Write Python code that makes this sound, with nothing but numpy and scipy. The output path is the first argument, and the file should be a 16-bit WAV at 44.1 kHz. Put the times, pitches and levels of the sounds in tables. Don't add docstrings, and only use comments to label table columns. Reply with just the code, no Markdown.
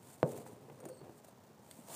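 import sys
import numpy as np
from scipy import signal
from scipy.fft import rfft, irfft, next_fast_len
from scipy.io import wavfile

SR = 44100
rng = np.random.default_rng(int(sys.argv[2]) if len(sys.argv) > 2 else 0)


def waveform_to_disk(signal):
    frames = np.transpose(np.atleast_2d(signal))
    scaled = np.clip(frames, -1, 1) * 32767
    samples = np.round(scaled).astype(np.int16)
    wavfile.write(sys.argv[1], SR, samples)


N = 85995
TIME_S = np.arange(N) / SR


def amp(db):
    return 10 ** (np.asarray(db) / 20)

def unit(x):
    return x / np.sqrt(np.mean(x ** 2) + 1e-20)

def along(points, hz):
    f, values = np.transpose(points)
    return np.interp(np.log(hz + 1), np.log(f + 1), values)

def curves(rows):
    s, *columns = np.transpose(rows)
    return [np.interp(TIME_S, s, column) for column in columns]

def filtered(x, response):
    size = next_fast_len(N + SR // 2)
    return irfft(rfft(x, size) * response(np.fft.rfftfreq(size, 1 / SR)), size)[:N]

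def coloured(x, colour):
    return unit(filtered(x, lambda hz: amp(along(colour, hz))))

def noise():
    return rng.standard_normal(N)

def delayed(x, s):
    return np.pad(x, (round(s * SR), 0))[:N]

def rise(attack_s):
    return 1 - np.exp(-TIME_S / attack_s)

def fade(t60_s):
    return np.exp(-np.log(1000) * TIME_S / t60_s)

def ring(modes, scatter_db=0):
    return sum(amp(db + scatter_db * rng.standard_normal()) * fade(t60) * np.sin(2 * np.pi * hz * TIME_S)
               for hz, db, t60 in modes)


# (frequency [Hz], level [dB])
RUMBLE_COLOUR = [(25, 0.5), (60, -7), (95, -1.5), (146, -4), (237, -1), (290, -9), (450, -10), (640, -17),
                 (850, -14), (1280, -18.5), (2000, -25.5), (3000, -30), (6000, -37.5), (10500, -48),
                 (15000, -35)]

def rumble(level_db=-61.5):
    return amp(level_db) * coloured(noise(), RUMBLE_COLOUR)


def grit(grains_per_s=2500, grain_db=-6):
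    grains = (rng.random(N) < grains_per_s / SR) * noise()
    return noise() + amp(grain_db) * unit(grains)


# (time [s], level [dB])
BRUSH_LEVEL = [(0, -74), (.042, -63), (.1, -62.5), (.146, -59.5), (.172, -70.5), (.25, -68), (.295, -56.5),
               (.345, -62.5), (.372, -57), (.41, -62.5), (.45, -70), (.475, -57.5), (.5, -69), (.53, -65),
               (.56, -77), (.77, -75), (.85, -75), (1.12, -76), (1.188, -65.5), (1.22, -86), (1.29, -64),
               (1.33, -98), (1.55, -89), (1.7, -64), (1.735, -62.5), (1.8, -64), (1.846, -66.5),
               (1.95, -46)]
# (frequency [Hz], level [dB])
BRUSH_COLOUR = [(500, 2.5), (1500, -7), (2500, -7.5), (4500, -7.5), (5400, -11), (7000, -2.5), (8400, 1),
                (9200, 1), (10200, -6.5), (13000, -7), (15400, -6)]

def brush():
    return amp(curves(BRUSH_LEVEL)[0]) * coloured(grit(), BRUSH_COLOUR)


# (time [s], level [dB])
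RUB_LEVEL = [(0, -62.5), (.2, -68.5), (.35, -48.5), (.45, -57), (.62, -61.5), (.7, -56.5), (.76, -62.5),
             (.84, -52), (.92, -62.5), (.99, -64.5), (1.03, -54.5), (1.09, -57), (1.13, -73), (1.6, -68),
             (1.8, -67.5), (1.95, -79)]
# (frequency [Hz], level [dB])
RUB_COLOUR = [(40, -48), (90, -1), (135, 10), (200, -5.5), (280, -2.5), (370, -1), (510, 0.5), (700, -8.5),
              (1000, -11.5), (1400, -22.5), (2500, -26), (6000, -44)]

def rub():
    return amp(curves(RUB_LEVEL)[0]) * coloured(grit(), RUB_COLOUR)


# (time [s], level [dB], t60 [s], relative ring level [dB])
TICKS = [(.099, -49.5, 0.027, -33), (0.316, -46.5, 0.041, -40), (0.374, -44.5, 0.038, -38),
         (0.38, -60, 0.036, -35), (.464, -53, 0.049, -32), (0.694, -60, .012, -35),
         (0.802, -45, 0.017, -19), (0.8535, -42, 0.021, -20), (0.8865, -44.5, 0.031, -19),
         (0.899, -50, 0.019, -28), (1.2447, -46, .025, -40), (1.285, -58, 0.028, -33),
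         (1.624, -59, 0.025, -40), (1.684, -57, .012, -35)]
# (frequency [Hz], level [dB])
TICK_COLOUR = [(800, 9), (1700, 5), (3000, -7), (5300, -5.5), (6800, 5), (8000, 0), (9200, 6.5),
               (10500, -4.5), (14500, -1)]
# (frequency [Hz], level [dB], t60 [s])
TICK_MODES = [(8200, -7, 0.23), (9350, -5.5, 0.17), (8860, 2.5, 0.084), (10900, -26, 0.19)]

def ticks(attack_s=0.0015, room_db=-4):
    direct = np.zeros(N)
    for s, db, t60, ring_db in TICKS:
        scratch = coloured(grit(), TICK_COLOUR) * fade(t60)
        ringing = amp(ring_db) * ring(TICK_MODES, scatter_db=3)
        direct += amp(db) * delayed(rise(attack_s) * (scratch + ringing), s)
    return direct + amp(room_db) * room(direct)


# (frequency [Hz], t60 [s])
ROOM_T60 = [(130, 0.77), (500, 0.36), (1200, 0.26), (4000, 0.26), (12000, 0.16)]
# (frequency [Hz], gain [dB])
ROOM_COLOUR = [(60, -27), (130, -1), (250, -6.5), (500, -3), (900, -7), (1500, -11), (5000, -27)]

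def room(x, build_s=0.005):
    hz, s, spectra = signal.stft(rng.standard_normal(SR), SR, nperseg=256)
    decay = np.exp(-np.log(1000) * s / along(ROOM_T60, hz)[:, None])
    tail = signal.istft(spectra * decay, SR, nperseg=256)[1]
    tail *= rise(build_s)[:len(tail)]
    wet = signal.fftconvolve(x, tail / np.linalg.norm(tail))[:N]
    return filtered(wet, lambda f: amp(along(ROOM_COLOUR, f)))


# (frequency [Hz], level [dB], t60 [s])
THUD_MODES = [(335, -22, 0.098), (506, -18.5, 0.073), (593, 1.5, 0.0087), (926, -14.5, 0.0071),
              (1460, -30, 0.024)]
# (frequency [Hz], level [dB], t60 [s])
TUB_MODES = [(139, -32, .55), (236, -33, .65), (362, -34, .5), (420, -32, .9), (509, -28, .42),
             (584, -30, .35), (645, -27, .12), (890, -42, .5), (1332, -54, .3)]
# (frequency [Hz], level [dB], t60 [s])
BOOM_MODES = [(152.6, -2, 0.061)]
# (delay [s], gain [ratio])
WALL_ECHOES = [(.0069, -0.16), (.0086, -0.042), (0.0124, 0.046), (0.0209, 0.037)]

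def knock(start_s=0.2299, gain_db=-11.5, radiate_hz=230, contact_hz=9500, echo_hz=1300, room_db=-7.5):
    crack = amp(-55) * fade(t60_s=0.0014)
    blow = delayed(ring(THUD_MODES) + crack, start_s)
    radiated = signal.sosfilt(signal.butter(1, radiate_hz, "highpass", fs=SR, output="sos"), blow)
    thud = filtered(radiated, lambda hz: 1 / np.sqrt(1 + (hz / contact_hz) ** 6))
    dull = filtered(thud, lambda hz: 1 / (1 + (hz / echo_hz) ** 6))
    echoes = sum(gain * delayed(dull, s) for s, gain in WALL_ECHOES)
    boom = ring(BOOM_MODES) * rise(attack_s=0.014)
    hollow = ring(TUB_MODES) * rise(attack_s=0.001)
    body = delayed(boom + hollow, start_s)
    return -amp(gain_db) * (thud + echoes + body + amp(room_db) * room(thud))


# (time [s], level [dB], pitch [Hz], t60 [s], relative claw tap level [dB])
STEPS = [(.322, -39.5, 413, 0.019, -13), (.381, -47.5, 699, 0.094, -14), (.4635, -38.5, 770, 0.019, -3.5),
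         (.494, -44, 414, 0.044, -15.5), (.530, -37, 225, 0.0215, -31), (0.683, -45, 441, 0.038, -11),
         (0.6984, -43, 513, 0.0081, -0.5), (0.805, -46, 520, 0.032, -15), (0.826, -44.5, 498, 0.069, -19),
         (0.8546, -38.5, 620, 0.019, -7), (0.861, -35, 358, 0.035, -27), (0.891, -57, 340, 0.016, -13),
         (.898, -44.5, 514.5, 0.13, -9), (1.014, -40.5, 380, 0.021, -9), (1.027, -49, 155, 0.055, -9),
         (1.067, -46, 456, .03, -11), (1.095, -36, 332, 0.019, -15), (1.246, -48.5, 594, 0.034, -14),
         (1.284, -46, 610, 0.015, -12), (1.501, -50, 418, 0.036, -13), (1.689, -53.5, 607, 0.062, -20),
         (1.788, -40.5, 236, 0.052, -23)]
# (frequency [Hz], level [dB])
TAP_COLOUR = [(150, -13), (500, 5), (900, -2), (1300, -12.5), (1700, -10), (3000, -22.5), (6000, -38)]

def steps(attack_s=0.00086, click_db=-20.5, ring_db=-2.5, room_db=-5.5):
    thumps, rings = np.zeros(N), np.zeros(N)
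    for s, db, hz, t60, tap_db in STEPS:
        tap = amp(tap_db) * fade(t60_s=0.026) * coloured(noise(), TAP_COLOUR)
        paw = rise(attack_s) * (ring([(hz, 0, t60)]) + tap)
        click = amp(click_db) * ring(THUD_MODES)
        thumps -= amp(db) * delayed(paw + click, s)
        rings -= amp(db + ring_db) * delayed(ring(TUB_MODES, scatter_db=4), s)
    return thumps + rings + amp(room_db) * room(thumps)


# (time [s], pitch [Hz], level [dB])
WHISTLE_GLIDE = [(.9, 8850, -90), (.932, 8700, -73), (.945, 8500, -63), (.961, 8220, -68),
                 (.969, 8180, -79), (.978, 8230, -64), (1.0, 8080, -73), (1.015, 8000, -90),
                 (1.06, 8000, -110)]
# (time [s], level [dB])
UNDERTONE_LEVEL = [(.88, -76.5), (.915, -73), (.94, -77.5), (.965, -79), (.99, -73), (1.02, -79),
                   (1.05, -97)]

def whistle(undertone_hz=4430, width_hz=150):
    hz, db = curves(WHISTLE_GLIDE)
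    tone = amp(db) * np.sin(2 * np.pi * np.cumsum(hz) / SR)
    band = unit(filtered(noise(), lambda f: np.exp(-0.5 * ((f - undertone_hz) / width_hz) ** 2)))
    undertone = amp(curves(UNDERTONE_LEVEL)[0]) * band
    gate = (TIME_S > UNDERTONE_LEVEL[0][0]) & (TIME_S < WHISTLE_GLIDE[-1][0])
    return gate * (tone + undertone)


# (frequency [Hz], level [dB], t60 [s])
SNAP_MODES = [(2100, -10, .025), (3520, -5, .022), (4480, -8, .027), (6870, -9, .02), (8490, 0, .02),
              (8980, -9, .02), (11400, -8, .012), (13990, -15, .022)]

def snap(start_s=1.712, gain_db=-47, roughness=0.55, room_db=-4):
    flutter = 1 + roughness * coloured(noise(), [(600, -9), (2000, -27)])
    direct = amp(gain_db) * delayed(ring(SNAP_MODES) * flutter, start_s)
    return direct + amp(room_db) * room(direct)


# (time [s], level [dB])
SWEEP_LEVEL = [(1.84, -67.5), (1.872, -59.5), (1.9, -52.5), (1.917, -56.5), (1.935, -54.5), (1.95, -49)]
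# (frequency [Hz], level [dB])
SWEEP_COLOUR = [(200, -11), (420, -5), (640, 3), (930, 1), (1300, -13.5), (2300, -18), (5300, -15.5),
                (7200, -14.5), (9200, -17), (10500, -20.5), (13000, -20), (15400, -16)]

def sweep():
    return amp(curves(SWEEP_LEVEL)[0]) * coloured(grit(), SWEEP_COLOUR)


def scene(flutter_db=2):
    contact = amp(flutter_db * coloured(noise(), [(60, -9), (200, -15), (800, -102)]))
    friction = contact * (brush() + rub() + sweep())
    return (rumble() + friction + ticks() + knock() + steps() + whistle() + snap())[None]


def record(dry, low_cut_hz=100, top_hz=15400):
    thin = signal.sosfilt(signal.butter(4, low_cut_hz, "highpass", fs=SR, output="sos"), dry[0])
    return filtered(thin, lambda hz: hz < top_hz)[None]


dry = scene()
out = record(dry)
waveform_to_disk(out)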